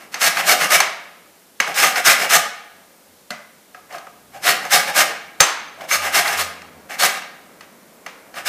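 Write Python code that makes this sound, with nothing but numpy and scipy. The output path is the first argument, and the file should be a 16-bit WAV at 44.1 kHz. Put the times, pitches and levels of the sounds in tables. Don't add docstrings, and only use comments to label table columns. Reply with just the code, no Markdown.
import sys
import numpy as np
from scipy import signal
from scipy.fft import rfft, irfft, next_fast_len
from scipy.io import wavfile
from scipy.ndimage import uniform_filter1d, map_coordinates

SR = 44100
rng = np.random.default_rng(int(sys.argv[2]) if len(sys.argv) > 2 else 0)


def boost_factor(decibels):
    exponent = np.asarray(decibels, float) / 20
    return 10 ** exponent


def store_wav(level_fs):
    pcm = np.round(np.clip(np.atleast_2d(level_fs), -1, 1) * 32767)
    wavfile.write(sys.argv[1], SR, pcm.T.astype(np.int16))


N = 373968


def noise():
    return rng.standard_normal(N)


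def unit(x):
    return x / np.sqrt(np.mean(np.abs(x) ** 2) + 1e-20)


def along(points, hz):
    f, v = np.transpose(points)
    return np.interp(np.log(hz + 1), np.log(f + 1), v)


def curves(rows):
    s, *cols = np.transpose(rows)
    return [np.interp(np.arange(N) / SR, s, c) for c in cols]


def wobble(rate_hz):
    knots = rng.standard_normal(int(N * rate_hz / SR) + 4)
    return map_coordinates(knots, [np.arange(N) * rate_hz / SR])


def filtered(x, response):
    m = next_fast_len(N + SR // 2)
    gain = unit(response(np.fft.rfftfreq(m, 1 / SR)))
    return irfft(rfft(x, m) * gain, m)[:N]


def colour(points):
    return lambda f: boost_factor(along(points, f))


def ring(x, peaks, shift_db, rate_hz):
    out = np.zeros(N)
    t = np.arange(N) * rate_hz / SR
    knots = int(t[-1]) + 2
    for k, (hz, width_hz, db) in enumerate(peaks):
        grip_db = shift_db * np.interp(t, np.arange(knots), rng.standard_normal(knots))
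        b, a = signal.iirpeak(hz, hz / width_hz, SR)
        out += (-1) ** k * boost_factor(db) * signal.lfilter(b, a, x * boost_factor(grip_db))
    power = sum(boost_factor(2 * db) * np.pi * width_hz / SR for hz, width_hz, db in peaks)
    return out / np.sqrt(power)


# peak_s, level_db, rise_s, fall_s, frame_weight_db
DOWN_STROKES = [(0.273, -11, 0.058, 0.017, -0.5), (0.504, -10, 0.044, 0.039, 1.5),
                (0.739, -8.5, 0.034, 0.032, 1), (1.795, -14, 0.038, 0.1, -2.5),
                (2.084, -8.5, 0.031, 0.051, -2), (2.36, -8, 0.05, 0.013, -1),
                (4.497, -12, 0.052, 0.028, 1.5), (4.737, -10.5, 0.028, 0.059, -0.5),
                (4.996, -10.5, 0.044, 0.031, -0.5), (5.95, -13, 0.046, 0.019, -3.5),
                (6.169, -11.5, 0.037, 0.041, 0), (6.409, -15.5, 0.033, 0.019, -1),
                (7.048, -10, 0.041, 0.023, 3.5), (8.49, -15.5, 0.029, 0.03, 0)]
# peak_s, level_db, rise_s, fall_s, frame_weight_db
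BACK_STROKES = [(0.0, -41.5, 0.012, 0.068, -1), (0.39, -18.5, 0.04, 0.037, -0.8),
                (0.628, -14.5, 0.034, 0.041, -1.7), (1.993, -17, 0.036, 0.015, -1.5),
                (2.235, -18, 0.063, 0.029, 0), (4.891, -22, 0.0306, 0.0251, 2), (5.11, -33, .03, 0.022, 9),
                (6.049, -19, 0.032, 0.049, 0.7), (6.281, -19.5, 0.042, 0.088, -0.5),
                (6.5, -41, 0.04, 0.08, -8), (6.927, -29, 0.029, 0.035, 2), (7.16, -27.5, 0.044, 0.032, -10),
                (8.383, -30, 0.035, 0.028, 1)]
# peak_s, level_db, rise_s, fall_s, frame_weight_db
RUBS = [
    (1.677, -28, 0.016, 0.055, -1.5),
    (1.843, -24, 0.02, 0.04, -3.5),
    (3.945, -37, 0.046, 0.032, -0.5),
    (4.362, -39, 0.034, 0.026, -1),
    (4.654, -32, 0.046, 0.036, -1.2),
    (5.844, -38, 0.06, .015, 2),
]
# peak_s, level_db
BITES = [
    (0.132, -40.5),
    (0.221, -24.5),
    (2.059, -28.5),
    (2.311, -20.5),
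    (4.445, -36),
    (5.9, -38.5),
    (6.33, -30),
    (7.004, -21),
]


def hand():
    t = np.arange(N) / SR
    force = np.zeros((3, N))
    bites = [(s, db, 0.015, 0.011, 0) for s, db in BITES]
    # moves, fizz_db, boom_db (re the rasp)
    kinds = [(DOWN_STROKES, -1.46, -7.5), (BACK_STROKES, -5.5, -4.5), (RUBS, -6, 4.6), (bites, 0.5, -12.5)]
    for moves, fizz_db, boom_db in kinds:
        for peak_s, level_db, rise_s, fall_s, weight_db in moves:
            near = slice(max(round((peak_s - .2) * SR), 0), round((peak_s + .2) * SR))
            phase = (t[near] - peak_s) / np.where(t[near] < peak_s, rise_s, fall_s)
            swell_db = level_db - 10.24 * np.abs(phase) ** 2.62
            force[:, near] += boost_factor(swell_db + np.array([[0], [fizz_db], [boom_db + weight_db]]))
    return force


def catches(per_second, spread_db, smooth):
    bites = rng.random(N) < per_second / SR
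    size = boost_factor(spread_db * rng.exponential(size=N)) * rng.choice([-1, 1], N)
    return unit(unit(bites * size) + smooth * noise())


# pitch_hz, width_hz, level_db
SHEET_PEAKS = [(1225, 90, 1), (1470, 67, -18), (1620, 53, 1), (1747, 170, -5.5), (2047, 180, 0),
               (2290, 127, 3.5), (2350, 120, 0.5), (2783, 50, 0)]
# pitch_hz, level_db
BODY = [(300, -29), (600, -20), (1200, -2.5), (1600, 3), (2300, -3), (3000, -5), (4500, -28.5)]
# pitch_hz, width_hz, level_db
FRAME_PEAKS = [(164, 21, -11.5), (289, 87, -18), (458, 83, -11), (547, 69, -6.5), (695, 87, -1.5),
               (815, 59, -0.5), (1030, 120, -12)]
# pitch_hz, width_hz, level_db
CHINA_PEAKS = [(3620, 560, -0.5), (4392, 130, 14.5), (5220, 260, 6.5), (6320, 130, 14), (6970, 370, -33),
               (7280, 120, 7.5), (8600, 160, -22), (9570, 45, 4)]
# pitch_hz, level_db
TEARING = [(1500, -39), (3000, -2), (4500, -1), (7000, 1.5), (10000, -2), (14000, -4), (16000, -6)]


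def rasping(force):
    force = force * boost_factor(0.92 * wobble(60) + 1.0 * wobble(200))
    biting = force[0] * catches(2300, spread_db=3, smooth=0.74)
    sheet = ring(biting, SHEET_PEAKS, shift_db=2.5, rate_hz=40)
    body = filtered(force[0] * catches(2200, spread_db=3, smooth=0.76), colour(BODY))
    rasp = boost_factor(-2.5) * sheet + boost_factor(-2.5) * body
    tearing = force[1] * catches(6000, spread_db=0.54, smooth=0.9)
    singing = ring(tearing, CHINA_PEAKS, shift_db=2.5, rate_hz=40)
    fizz = filtered(tearing, colour(TEARING))
    boom = ring(force[2] * noise(), FRAME_PEAKS, shift_db=2.5, rate_hz=22)
    return boost_factor(-2.5) * rasp + boost_factor(-3.5) * fizz + boost_factor(-2.5) * boom, boost_factor(-7.0) * singing


# start_s, level_db, boom_re_level_db, china_re_level_db
KNOCKS = [(0.1421, -12.5, -9.5, -9.5), (0.215, -24, 4, 2), (0.3705, -8.5, -20, -16),
          (0.8025, -2, -10, -8.5), (1.6015, -4.5, -13, -11), (1.675, -19, -4, -12), (1.742, -34.5, -5, 5),
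          (1.958, -11.5, -24, -11.5), (3.305, -17.5, -14, -10), (3.746, -32, -9, -19),
          (3.925, -28, -12, -14), (3.982, -31.5, -2, -8.5), (4.069, -33.5, 3, -20), (4.6514, -23, 0, -8.5),
          (5.4041, 6.5, -10, -3.5), (5.809, -24.5, -21, -13.5), (6.277, -15.5, -13, -4.5),
          (6.6184, -32.5, -14, -9), (6.896, -32, 1, -14), (7.221, -20.5, -21, -22),
          (7.608, -28, -14, -15.5), (8.063, -20.5, -6.5, -15), (8.186, -42, -11, -20),
          (8.341, -31, -8, -15)]
# pitch_hz, level_db
THUD = [(150, -44), (300, -16), (600, -5), (1200, 2.5), (2200, 0), (3200, -8.5), (6000, -12),
        (15000, -45.5)]


def knocks():
    lead_s, rattle_t60_s = 0.006, 0.029
    t = np.arange(SR // 10) / SR
    blows, clicks = np.zeros((3, N + SR)), np.zeros((2, N))
    graze = boost_factor(-28.5 - 3500 * (lead_s - t))
    decay = boost_factor(-60 * (t - lead_s) / rattle_t60_s)
    shape = np.where(t < lead_s, graze, decay)
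    for start_s, level_db, boom_db, china_db in KNOCKS:
        rattle = shape * rng.standard_normal((3, len(t)))
        i = round((start_s - lead_s) * SR)
        blows[:, i:i + len(t)] += boost_factor(level_db + np.array([[0], [china_db], [boom_db]])) * rattle
        clicks[:, round(start_s * SR)] = boost_factor([level_db, level_db + china_db]) * np.linalg.norm(shape)
    sheet, plate, frame = blows[:, :N]
    dull = boost_factor(-3.5) * filtered(sheet, colour(BODY))
    dull += boost_factor(1) * ring(frame, FRAME_PEAKS, shift_db=2.0, rate_hz=8)
    dull += boost_factor(-8.5) * ring(sheet, SHEET_PEAKS, shift_db=2.5, rate_hz=8)
    bright = boost_factor(-4) * filtered(plate, colour(TEARING))
    bright += boost_factor(5) * ring(plate, CHINA_PEAKS, shift_db=1.5, rate_hz=8)
    blow = filtered(clicks[0], colour(THUD)) + boost_factor(-3.5) * filtered(clicks[1], colour(TEARING))
    return dull + bright, blow


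# start_s, level_db
PLATE_MODES = [(60, -18, .03), (300, -11, .03), (1270, -7, .08), (1570, -0.5, .055), (4230, -8, .05),
               (5180, -6, .03), (6290, -7, .3), (6900, -17, .15), (7530, -12, .18), (8420, -16, .15),
               (9710, -23, .15)]
PLATE_BLOWS = [
    (0.804, -24),
    (5.403, -6.5),
    (5.839, -54),
]
EDGE_MODES = [(2250, -2, 0.041), (2810, -5, 0.027), (70, -33, .03), (270, -18.5, .03)]
EDGE_BLOWS = [
    (1.602, -8),
    (7.61, -45),
    (8.064, -31),
]
SEAT_MODES = [(222, -4, 0.062), (586, -6, 0.13), (695, -2, 0.11), (1440, 1.5, .05), (2040, -11, 0.32),
              (2220, -19, .1)]
SEAT_BLOWS = [
    (3.306, -25.5),
]
FRUIT_MODES = [(1250, 1, 0.039), (735, -5, .055), (1625, -3.5, 0.047)]
FRUIT_BLOWS = [
    (3.747, -33),
    (3.944, -30),
    (3.982, -37),
    (4.069, -33),
]


def pings():
    blur_hz, uneven_db, attack_s = 14, 2, 0.00063
    out, t = np.zeros(N + SR), np.arange(SR // 3) / SR
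    struck = [(PLATE_MODES, PLATE_BLOWS), (EDGE_MODES, EDGE_BLOWS),
              (SEAT_MODES, SEAT_BLOWS), (FRUIT_MODES, FRUIT_BLOWS)]
    for modes, blows in struck:
        hz, mode_db, t60_s = np.transpose(modes)[:, :, None]
        for start_s, blow_db in blows:
            steps = rng.standard_normal((len(modes), len(t)))
            drift = np.cumsum(steps, axis=1) * np.sqrt(2 * np.pi * blur_hz / SR)
            uneven = uneven_db * rng.uniform(-1.1, 1, hz.shape)
            size = boost_factor(blow_db + mode_db + uneven - 60 * t / t60_s)
            tones = np.sum(size * np.sin(2 * np.pi * hz * t + drift), axis=0)
            out[round(start_s * SR):][:len(t)] += (1 - np.exp(-t / attack_s)) * tones
    return out[:N] * boost_factor(4.3 * wobble(120))


# pitch_hz, t60_s
KITCHEN_T60 = [(150, 0.91), (600, 1), (1500, 0.9), (3500, 0.84), (7000, 0.52), (14000, 0.36)]


def kitchen(x, count):
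    hz, t, z = signal.stft(rng.standard_normal((count, SR * 3 // 4)), SR, nperseg=256)
    decay = boost_factor(-60 * t / along(KITCHEN_T60, hz)[:, None])
    tails = signal.istft(z * decay, SR, nperseg=256)[1]
    t = np.arange(tails.shape[1]) / SR
    onset = np.clip((t - .006) / 0.0074, 0, 1)
    tails = tails * onset * (1 + 2.0 * np.exp(-t / 0.078))
    turn = np.pi * (np.arange(N) / SR / .45 + np.arange(count)[:, None] / count)
    share = np.cos(turn) * np.sqrt(2 / count)
    wet = signal.fftconvolve(x * share, tails / np.linalg.norm(tails[0]), axes=1)
    return wet[:, :N].sum(axis=0)


# pitch_hz, density_db_per_hz
DRONE = [(100, -28), (150, -6), (180, -0.5), (230, -1.5), (330, -7), (600, -56)]


def stroke_drone(force):
    lag_s = 0.37
    push = uniform_filter1d(force[0], round(lag_s * SR))
    return boost_factor(-34.5) * unit(push) * 0.091 * filtered(noise(), colour(DRONE))


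# time_s, firing_hz, level_db
ENGINE = [
    (2.2, 43.4, -87),
    (3.1, 51, -91),
    (4.0, 59.8, -77),
    (4.3, 61.1, -69),
    (5.3, 80.4, -70),
    (5.9, 88.1, -66),
    (6.5, 90, -54),
    (6.9, 72.2, -67),
    (7.3, 62.7, -80),
]


def engine():
    hz, db = curves(ENGINE)
    turn = 2 * np.pi * np.cumsum(hz) / SR
    t = np.arange(N) / SR
    passing = np.clip((t - ENGINE[0][0]) / .3, 0, 1) * np.clip((ENGINE[-1][0] - t) / 0.33, 0, 1)
    orders = np.sin(turn)
    orders += boost_factor(2 + 3 * wobble(4)) * np.sin(2 * turn)
    orders += boost_factor(-4 + 3 * wobble(4)) * np.sin(3 * turn)
    return passing * boost_factor(db + 1.2 * wobble(10)) * np.sqrt(2) * orders


# peak_s, level_db
THROBS = [
    (2.6, -74),
    (3.1, -68),
    (6.02, -48),
    (6.42, -43),
    (6.75, -59),
    (7.62, -64.5),
    (8.45, -65),
]


def room_mode():
    mode_hz, half_length_s = 90, 0.079
    t = np.arange(N) / SR
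    throb = sum(boost_factor(db - 7.3 * ((t - s) / half_length_s) ** 2) for s, db in THROBS)
    hum = boost_factor(-76.5) * ring(noise(), [(mode_hz, 6, 0)], shift_db=0.0, rate_hz=3.1)
    return hum + np.sqrt(2) * throb * np.sin(2 * np.pi * mode_hz * t + .5 * wobble(5.25))


# time_s, level_db
TRAFFIC = [
    (0, -50.5),
    (1.5, -57),
    (2.6, -55.5),
    (3.6, -56),
    (5.6, -49.5),
    (6.2, -48),
    (7.2, -48.5),
    (8.48, -51),
]
# pitch_hz, density_db_per_hz
RUMBLE = [(30, -19), (120, -14.5), (260, 0), (530, 5), (900, -1), (2300, -7.5), (5000, -49), (11000, -73)]


def traffic():
    level_db, = curves(TRAFFIC)
    drone = boost_factor(level_db - 7) * filtered(noise(), colour(DRONE))
    return drone + boost_factor(level_db + 1.5 * wobble(3.2)) * filtered(noise(), colour(RUMBLE))


def scene():
    knock, blow = knocks()
    force = hand()
    rasp, singing = rasping(force)
    grater = rasp + pings()
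    room = kitchen(grater + blow + boost_factor(-2.0) * singing, count=2)
    indoors = grater + singing + knock + boost_factor(-6.5) * room
    mic_bass_hz = 146
    thin = signal.butter(4, mic_bass_hz, "high", fs=SR, output="sos")
    near = signal.sosfilt(thin, indoors + stroke_drone(force))
    return (near + engine() + room_mode() + traffic())[None]


def top_cut(x):
    return signal.sosfilt(signal.butter(12, 16250, fs=SR, output="sos"), x)


# pitch_hz, density_db_per_hz
HISS = [(240, -59), (400, -2.5), (512, -14), (2930, -2), (4700, -2.5), (13900, -3.5), (15300, -4.5),
        (16000, -56)]


def record(dry):
    duck_db, recover_s, overload, top_hz = 2.5, 0.77, 1.5, 15000
    x = dry[0] + boost_factor(-54) * filtered(noise(), colour(HISS))
    excess = np.clip(np.abs(x) - overload, 0, None)
    memory = signal.lfilter([1], [1, -np.exp(-1 / (recover_s * SR))], excess)
    x = x * boost_factor(-duck_db * memory / (memory.max() + 1e-9))
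    x = x / (1 + np.abs(x / 0.98) ** 10) ** (1 / 10)

    def band_limit(f):
        return boost_factor(-np.clip((f - top_hz) / 2, 0, 30) - np.clip((f - top_hz) / 15, 0, 90))

    x = filtered(x, band_limit) * np.sqrt(2 * top_hz / SR)
    return top_cut(x[None])


dry = scene()
out = record(dry)
store_wav(out)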